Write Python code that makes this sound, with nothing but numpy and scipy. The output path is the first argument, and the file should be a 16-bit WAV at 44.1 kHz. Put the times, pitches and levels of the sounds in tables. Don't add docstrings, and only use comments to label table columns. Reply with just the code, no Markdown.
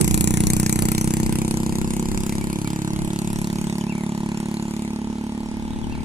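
import sys
import numpy as np
from scipy import signal
from scipy.io import wavfile
from scipy.ndimage import uniform_filter1d

SR = 44100
rng = np.random.default_rng(int(sys.argv[2]) if len(sys.argv) > 2 else 0)


def wrap_up_sound(samples):
    columns = np.atleast_2d(samples).T
    tamed = np.clip(columns, -1, 1)
    steps = np.round(tamed * 32767).astype(np.int16)
    wavfile.write(sys.argv[1], SR, steps)


def ratio(d):
    e = np.asarray(d, float) / 20
    return 10 ** e


N = 266364


def unit_rms(x):
    return x / np.sqrt(np.mean(x ** 2) + 1e-20)


def in_time(rows):
    start_s, *columns = np.transpose(rows)
    return [np.interp(np.arange(N) / SR, start_s, column) for column in columns]


def at_hz(points, hz):
    points_hz, values = np.transpose(points)
    return np.interp(np.log(hz), np.log(points_hz), values)


def drift(rate_hz):
    r = np.exp(-80 * np.pi * rate_hz / SR)
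    draws = rng.standard_normal(N // 40 + 2002)
    slow = signal.lfilter([1], [1, -2 * r, r * r], draws)[2000:]
    return np.interp(np.arange(N) / 40, np.arange(len(slow)), unit_rms(slow))


def fade(x, seconds):
    return signal.lfilter([1], [1, -np.exp(-1 / (seconds * SR))], x + 1e-18)


def delayed(x, delay_ms):
    return np.interp(np.arange(N) - delay_ms * SR / 1000, np.arange(N), x)


def noise_bands(low_hz, top_hz, channels, per_octave=3):
    count = np.arange(per_octave * np.log2(top_hz / low_hz) + 1)
    edges = low_hz * 2 ** (count / per_octave)
    white = rng.standard_normal((2, channels, N))
    for k, (low, high) in enumerate(zip(edges, edges[1:])):
        sos = signal.butter(2, [low, min(high, SR * .45)], "band", fs=SR, output="sos")
        yield np.sqrt(low * high), signal.sosfilt(sos, white[k % 2])


def ports(left, right, lag_ms, pan_db):
    return np.array([delayed(left, lag_ms) * ratio(pan_db / 2), right * ratio(-pan_db / 2)])


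# pitch_hz, density_db [dB per Hz]
BUFFET_COLOUR = [(12, 5), (25, -1.5), (60, -1.5), (120, -3.5), (200, -10), (320, -15), (500, -32),
                 (900, -35)]
# start_s (the peak), length_s, level_db, left_over_right_db
GUSTS = [(0, 0.024, -16.5, -12), (0.153, .12, -31, -12), (0.467, 0.097, -29.5, 7), (0.836, 0.047, -32, -9),
         (1.053, .06, -37, -8), (1.284, .1, -31, 2), (1.8, 0.17, -34.5, 7), (2.13, 0.089, -30, -1),
         (2.437, 0.092, -34.5, 4), (2.717, 0.071, -44, -6), (3.003, 0.074, -33, -3), (3.34, 0.07, -37, 4),
         (3.62, .07, -40, -11), (4.18, 0.092, -53, 3), (5.077, 0.048, -50, -9), (5.53, 0.072, -43, -9),
         (5.698, 0.06, -44, -15), (5.923, 0.16, -35, 10)]
BREEZE_DB, BREEZE_DROP_DB_PER_S = -31, 4


def wind():
    t = np.arange(N) / SR
    sides = np.array([[1], [-1]])
    power = np.ones((2, 1)) * ratio(2 * (BREEZE_DB - BREEZE_DROP_DB_PER_S * t))
    for start_s, length_s, level_db, pan_db in GUSTS:
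        power = power + ratio(2 * level_db + sides * pan_db) * np.exp(-((t - start_s) / length_s) ** 2)
    out = 0
    for hz, noise in noise_bands(11.09, 900, channels=2):
        lumps_db = 1.3 * np.array([drift(9.3), drift(39)])
        out = out + ratio(at_hz(BUFFET_COLOUR, hz) + lumps_db) * noise
    return unit_rms(out) * ratio(4.5) * np.sqrt(power)


def field(level_db=-50, dull_hz=6000):
    hiss = signal.lfilter([1], [1, -.8], rng.standard_normal((2, N)))
    dull = signal.sosfilt(signal.butter(3, dull_hz, fs=SR, output="sos"), hiss)
    return ratio(level_db) * unit_rms(dull)


# start_s, speed_rpm
SPEED = [(0, 3624.0), (1, 3806.9), (2, 3996.8), (3, 4215.0), (3.4, 4246.1), (4.2, 4268.6), (5, 4305.2),
         (6.04, 4437.5)]
FIRST_FIRING = .2784


def firings():
    rpm, = in_time(SPEED)
    cycles = np.cumsum(rpm) / (120 * SR) - FIRST_FIRING
    stroke = np.arange(np.ceil(cycles[-1]))
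    wheel_s = .00015 * np.sin(2 * np.pi * stroke / 6.5)
    waver_s = wheel_s + .00004 * rng.standard_normal(len(stroke))
    return np.round(np.interp(stroke, cycles, np.arange(N)) + waver_s * SR).astype(int)


STRENGTH_TIMES = [.6, 2.1, 3.4, 5.0]


def rung(modes, at, force_db, spread_db):
    out = np.zeros(N)
    for hz, t60_s, *strengths in modes:
        clicks = np.zeros(N)
        hit_db = force_db + spread_db * rng.standard_normal(len(at))
        clicks[at] = np.interp(at / SR, STRENGTH_TIMES, strengths) * ratio(hit_db)
        r, w = ratio(-60 / (t60_s * SR)), 2 * np.pi * hz / SR
        out += signal.lfilter([0, np.sin(w)], [1, -2 * r * np.cos(w), r * r], fade(clicks, .00025))
    return out


# pitch_hz, t60_s (time to fall 60 dB), then four signed strengths [ratio]
PIPE = [(100.8, 0.083, -2, -0.24, -1.8, 0.52), (181.3, 0.068, 2.37, 0.84, 3.36, -0.1),
        (215.9, 0.091, 2, 3, 2.5, 1.05), (234.8, 0.1, -0.4, 0.42, 1.9, 2),
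        (304.9, 0.078, 1.13, 1.05, 2.03, -0.36), (318.7, 0.11, 0.87, 0.5, 0.69, 0.77),
        (378, 0.068, -0.09, -1, -0.74, 0.16), (515, 0.059, -0.08, -0.58, 0.2, 0)]
SILENCER = [(602, 0.047, -0.02, -0.074, -0.43, -0.17), (740, 0.092, -0.13, -0.011, 0.014, -0.06),
            (825.5, 0.034, -0.14, -0.27, -0.73, -0.51), (910, 0.022, 0.22, 1, 0.9, 0.77),
            (995, 0.029, 0.58, 0.38, 0.95, 0.3)]
# start_s, delay_ms, share [ratio]
BANK = [(0, 3.9, 0.18), (1.2, 4.5, 0.065), (2.2, 4.9, 0.18), (2.42, 4.8, 0.021), (2.65, 7.13, 0.34),
        (3.3, 5.07, 0.24), (4.0, 4.93, 0.43), (4.7, 5.36, 0.24), (6.04, 3.16, 0.045)]


def thump(at):
    force_db = .5 * rng.standard_normal(len(at))
    low = rung(PIPE, at + round(.00125 * SR), force_db, .5)
    low = signal.lfilter(*signal.butter(2, 50, "high", fs=SR), low)
    delay_ms, share = in_time(BANK)
    low = low + share * delayed(low, delay_ms)
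    high = rung(SILENCER, at + round(.001802 * SR), force_db + 4.5, .88)
    even = np.sqrt(uniform_filter1d((low + high) ** 2, size=SR // 4, mode="mirror"))
    return low / even, high / even


# pitch_hz, density_db [dB per Hz]
RASP_COLOUR = [(710, -44), (1200, -2), (1280, 27), (1410, -9), (1640, -3), (2200, 4), (3050, -4.5),
               (4500, 1.5), (5130, -6), (7020, 3.5), (9310, -2.5), (10100, 6), (12100, -8.5), (15000, -6),
               (16000, -32)]
# pitch_hz, density_db [dB per Hz]
CLATTER_COLOUR = [(300, 16), (500, 4.5), (900, 10.5), (1400, 3), (2300, 5.5), (4000, -2.5), (5500, -0.5),
                  (7500, 4), (11000, -1), (13000, -34), (16000, -16)]
# pitch_hz, share of the level change [ratio]
LOSS_SHARE = [(1000, 0.86), (2200, 0.82), (4000, .75), (7000, 1.164), (12000, 1.33)]
# pitch_hz, share of the lag [ratio]
BENDING = [(300, 0.19), (1000, 0.52), (1800, 0.67), (3000, 0.87), (6000, 0.906), (15000, 0.93)]
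# pitch_hz, share of the rasp's left-right dB [ratio]
SHADOW = [(1000, 5), (2400, -2), (4400, -1.7), (8000, 8), (15000, 6)]
SPIT_DELAY_MS, OPENING_MS, SPIT_MS = 1.38, .14, 1.52
AFTERBLOW_MS, AFTERBLOW_SHARE = 5.8, .24
STROKE_DB, COLOUR_DB = 1.7, 2.8
CLATTER_DB, CLATTER_FOLLOWS = -7.5, .38
SWAY_DB, SWAY_PER_S = 1.0, 4.0
ALIKE_AT_2K, ALIKE_LOSS_PER_OCTAVE = .9, .02
SHIMMER_CYCLES, SHIMMER_PER_S = .15, 6


def rasp(at, rasp_db, lag_ms, pan_db):
    force_db = STROKE_DB * rng.standard_normal(len(at))
    lag_ms = lag_ms + .014 * drift(20)
    out = 0
    for hz, (shared, left, right) in noise_bands(277.4, 16500, channels=3, per_octave=5):
        clicks = np.zeros(N)
        stroke_db = force_db + COLOUR_DB * rng.standard_normal(len(at))
        clicks[at + round(SPIT_DELAY_MS * SR / 1000)] = ratio(stroke_db)
        opening = clicks
        for _ in range(3):
            opening = fade(opening, OPENING_MS / 1000)
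        spit_s = SPIT_MS / 1000 * (7000 / hz) ** .72
        spit = fade(opening, spit_s) + AFTERBLOW_SHARE * fade(opening, AFTERBLOW_MS / 1000)
        bass_cut_db = 9.8 * max(0, np.log2(1300 / hz))
        spit = ratio(at_hz(RASP_COLOUR, hz) - bass_cut_db) * unit_rms(spit)

        clatter_db = CLATTER_DB + 2.5 - (1 - CLATTER_FOLLOWS) * rasp_db
        clatter = ratio(at_hz(CLATTER_COLOUR, hz) + clatter_db + drift(42))
        band_db = at_hz(LOSS_SHARE, hz) * rasp_db + SWAY_DB * drift(SWAY_PER_S) - 37
        level = ratio(band_db) * (spit + clatter)

        alike = np.clip(ALIKE_AT_2K - ALIKE_LOSS_PER_OCTAVE * np.log2(hz / 2000), 0, 1)
        pair = level * (np.sqrt(alike) * shared + np.sqrt(1 - alike) * np.array([left, right]))
        shimmer_ms = SHIMMER_CYCLES * 1000 / max(hz, 2000) * drift(SHIMMER_PER_S)
        out = out + ports(*pair, at_hz(BENDING, hz) * lag_ms + shimmer_ms, at_hz(SHADOW, hz) * pan_db)
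    return out


def slap(peak_s=.836, length_ms=9.1, level_db=-31, top_hz=695, pan_db=-14):
    sos = signal.butter(2, [150, top_hz], "band", fs=SR, output="sos")
    noise = signal.sosfilt(sos, rng.standard_normal((2, N)))
    puff = np.exp(-((np.arange(N) / SR - peak_s) * 1000 / length_ms) ** 2)
    return ratio(level_db + np.array([[.5], [-.5]]) * pan_db) * puff * unit_rms(noise)


def whistle(rows):
    s, hz, level_db = np.transpose(rows)
    t = np.arange(N) / SR
    ends = np.clip(np.minimum(t - s[0], s[-1] - t) / .0025, 0, 1)
    phase = 2 * np.pi * np.cumsum(np.interp(t, s, hz)) / SR
    return ends * ratio(np.interp(t, s, level_db)) * np.sin(phase)


# start_s, pitch_hz, level_db
PEEPS = [
    (2.41, 2300, -46),
    (2.652, 2320, -44),
]
# start_s, level_db, first_two_notes_db (re the rest)
PHRASES = [
    (3.672, 4.5, -5),
    (5.698, -1, -1.5),
]
# start_s (into the phrase), pitch_hz, level_db
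SONG = [
    [(0, 3160, -48), (.024, 3960, -49), (.052, 3350, -53)],
    [(.13, 3610, -46), (.143, 3030, -42.5), (.158, 2740, -55)],
    [(.205, 2514, -52), (.229, 2785, -42.5), (.262, 2120, -49)],
    [(.284, 2080, -50), (.302, 2470, -51), (.33, 2060, -53)],
]


def birds():
    dry = np.zeros(N)
    for start_s, hz, level_db in PEEPS:
        dry += whistle([(start_s, hz, level_db), (start_s + .021, hz, level_db)])
    for start_s, phrase_db, opening_db in PHRASES:
        for k, note in enumerate(SONG):
            note_db = phrase_db + opening_db * (k < 2)
            dry += whistle(np.add(note, [start_s, 0, note_db]))
    dry = dry * ratio(drift(60))
    echoes = rng.standard_normal((2, 3000)) * np.exp(-np.arange(3000) / (.018 * SR)) * ratio(-24)
    return dry + signal.fftconvolve(dry[None], echoes, axes=1)[:, :N]


# start_s, thump_db, rasp_db (falls with distance and angle)
RIDE = [(0, -21.5, 14.5), (.4, -20.5, 10), (.8, -21.5, 10.5), (1.2, -21.5, 5.5), (1.7, -23, 1.5),
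        (2.2, -25, 2), (2.6, -25.5, -1.5), (3.0, -25, -2.5), (3.4, -25, -0.5), (3.75, -24.5, -2),
        (3.9, -25, -6.5), (4.3, -25.5, -6.5), (4.7, -26.5, -5.5), (5.1, -27, -13.5), (5.6, -29, -13),
        (6.04, -30.5, -13.5)]
# start_s, left_port_lag_ms, thump_left_over_right_db, rasp_left_over_right_db
BEARING = [(0, 0.57, -3.5, 1), (1, 0.53, -1.5, 1), (2, 0.45, -1, 1), (3, 0.42, -1.5, 0.5),
           (4, 0.317, -1.5, 0.5), (6.04, 0.36, -1.5, 0.5)]
# start_s, level_db
FACING = [(0, 0.5), (.8, 0.5), (1.4, 0.5), (2.3, 0), (3.2, 1.5), (3.6, 1), (4.15, 2.5), (4.8, -2),
          (6.04, 1)]


def scene():
    thump_db, rasp_db = in_time(RIDE)
    lag_ms, thump_pan_db, rasp_pan_db = in_time(BEARING)
    facing_db, = in_time(FACING)
    at = firings()
    low, high = ratio(thump_db) * np.array(thump(at))
    high = high * ratio(facing_db)
    pipe = ports(low, low, .22 * lag_ms, thump_pan_db)
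    silencer = ports(high, high, .38 * lag_ms, thump_pan_db + 1.5)
    engine = pipe + silencer + rasp(at, rasp_db, lag_ms, rasp_pan_db)
    return wind() + field() + engine + slap() + birds()


def roll_off(x):
    return signal.sosfilt(signal.butter(12, 16650, fs=SR, output="sos"), x)


def record(dry):
    rounded = 1.1 * np.tanh(dry / 1.1)
    top_cut = signal.cheby2(12, 70, 16700, fs=SR, output="sos")
    return roll_off(signal.sosfilt(top_cut, rounded))


dry = scene()
out = record(dry)
wrap_up_sound(out)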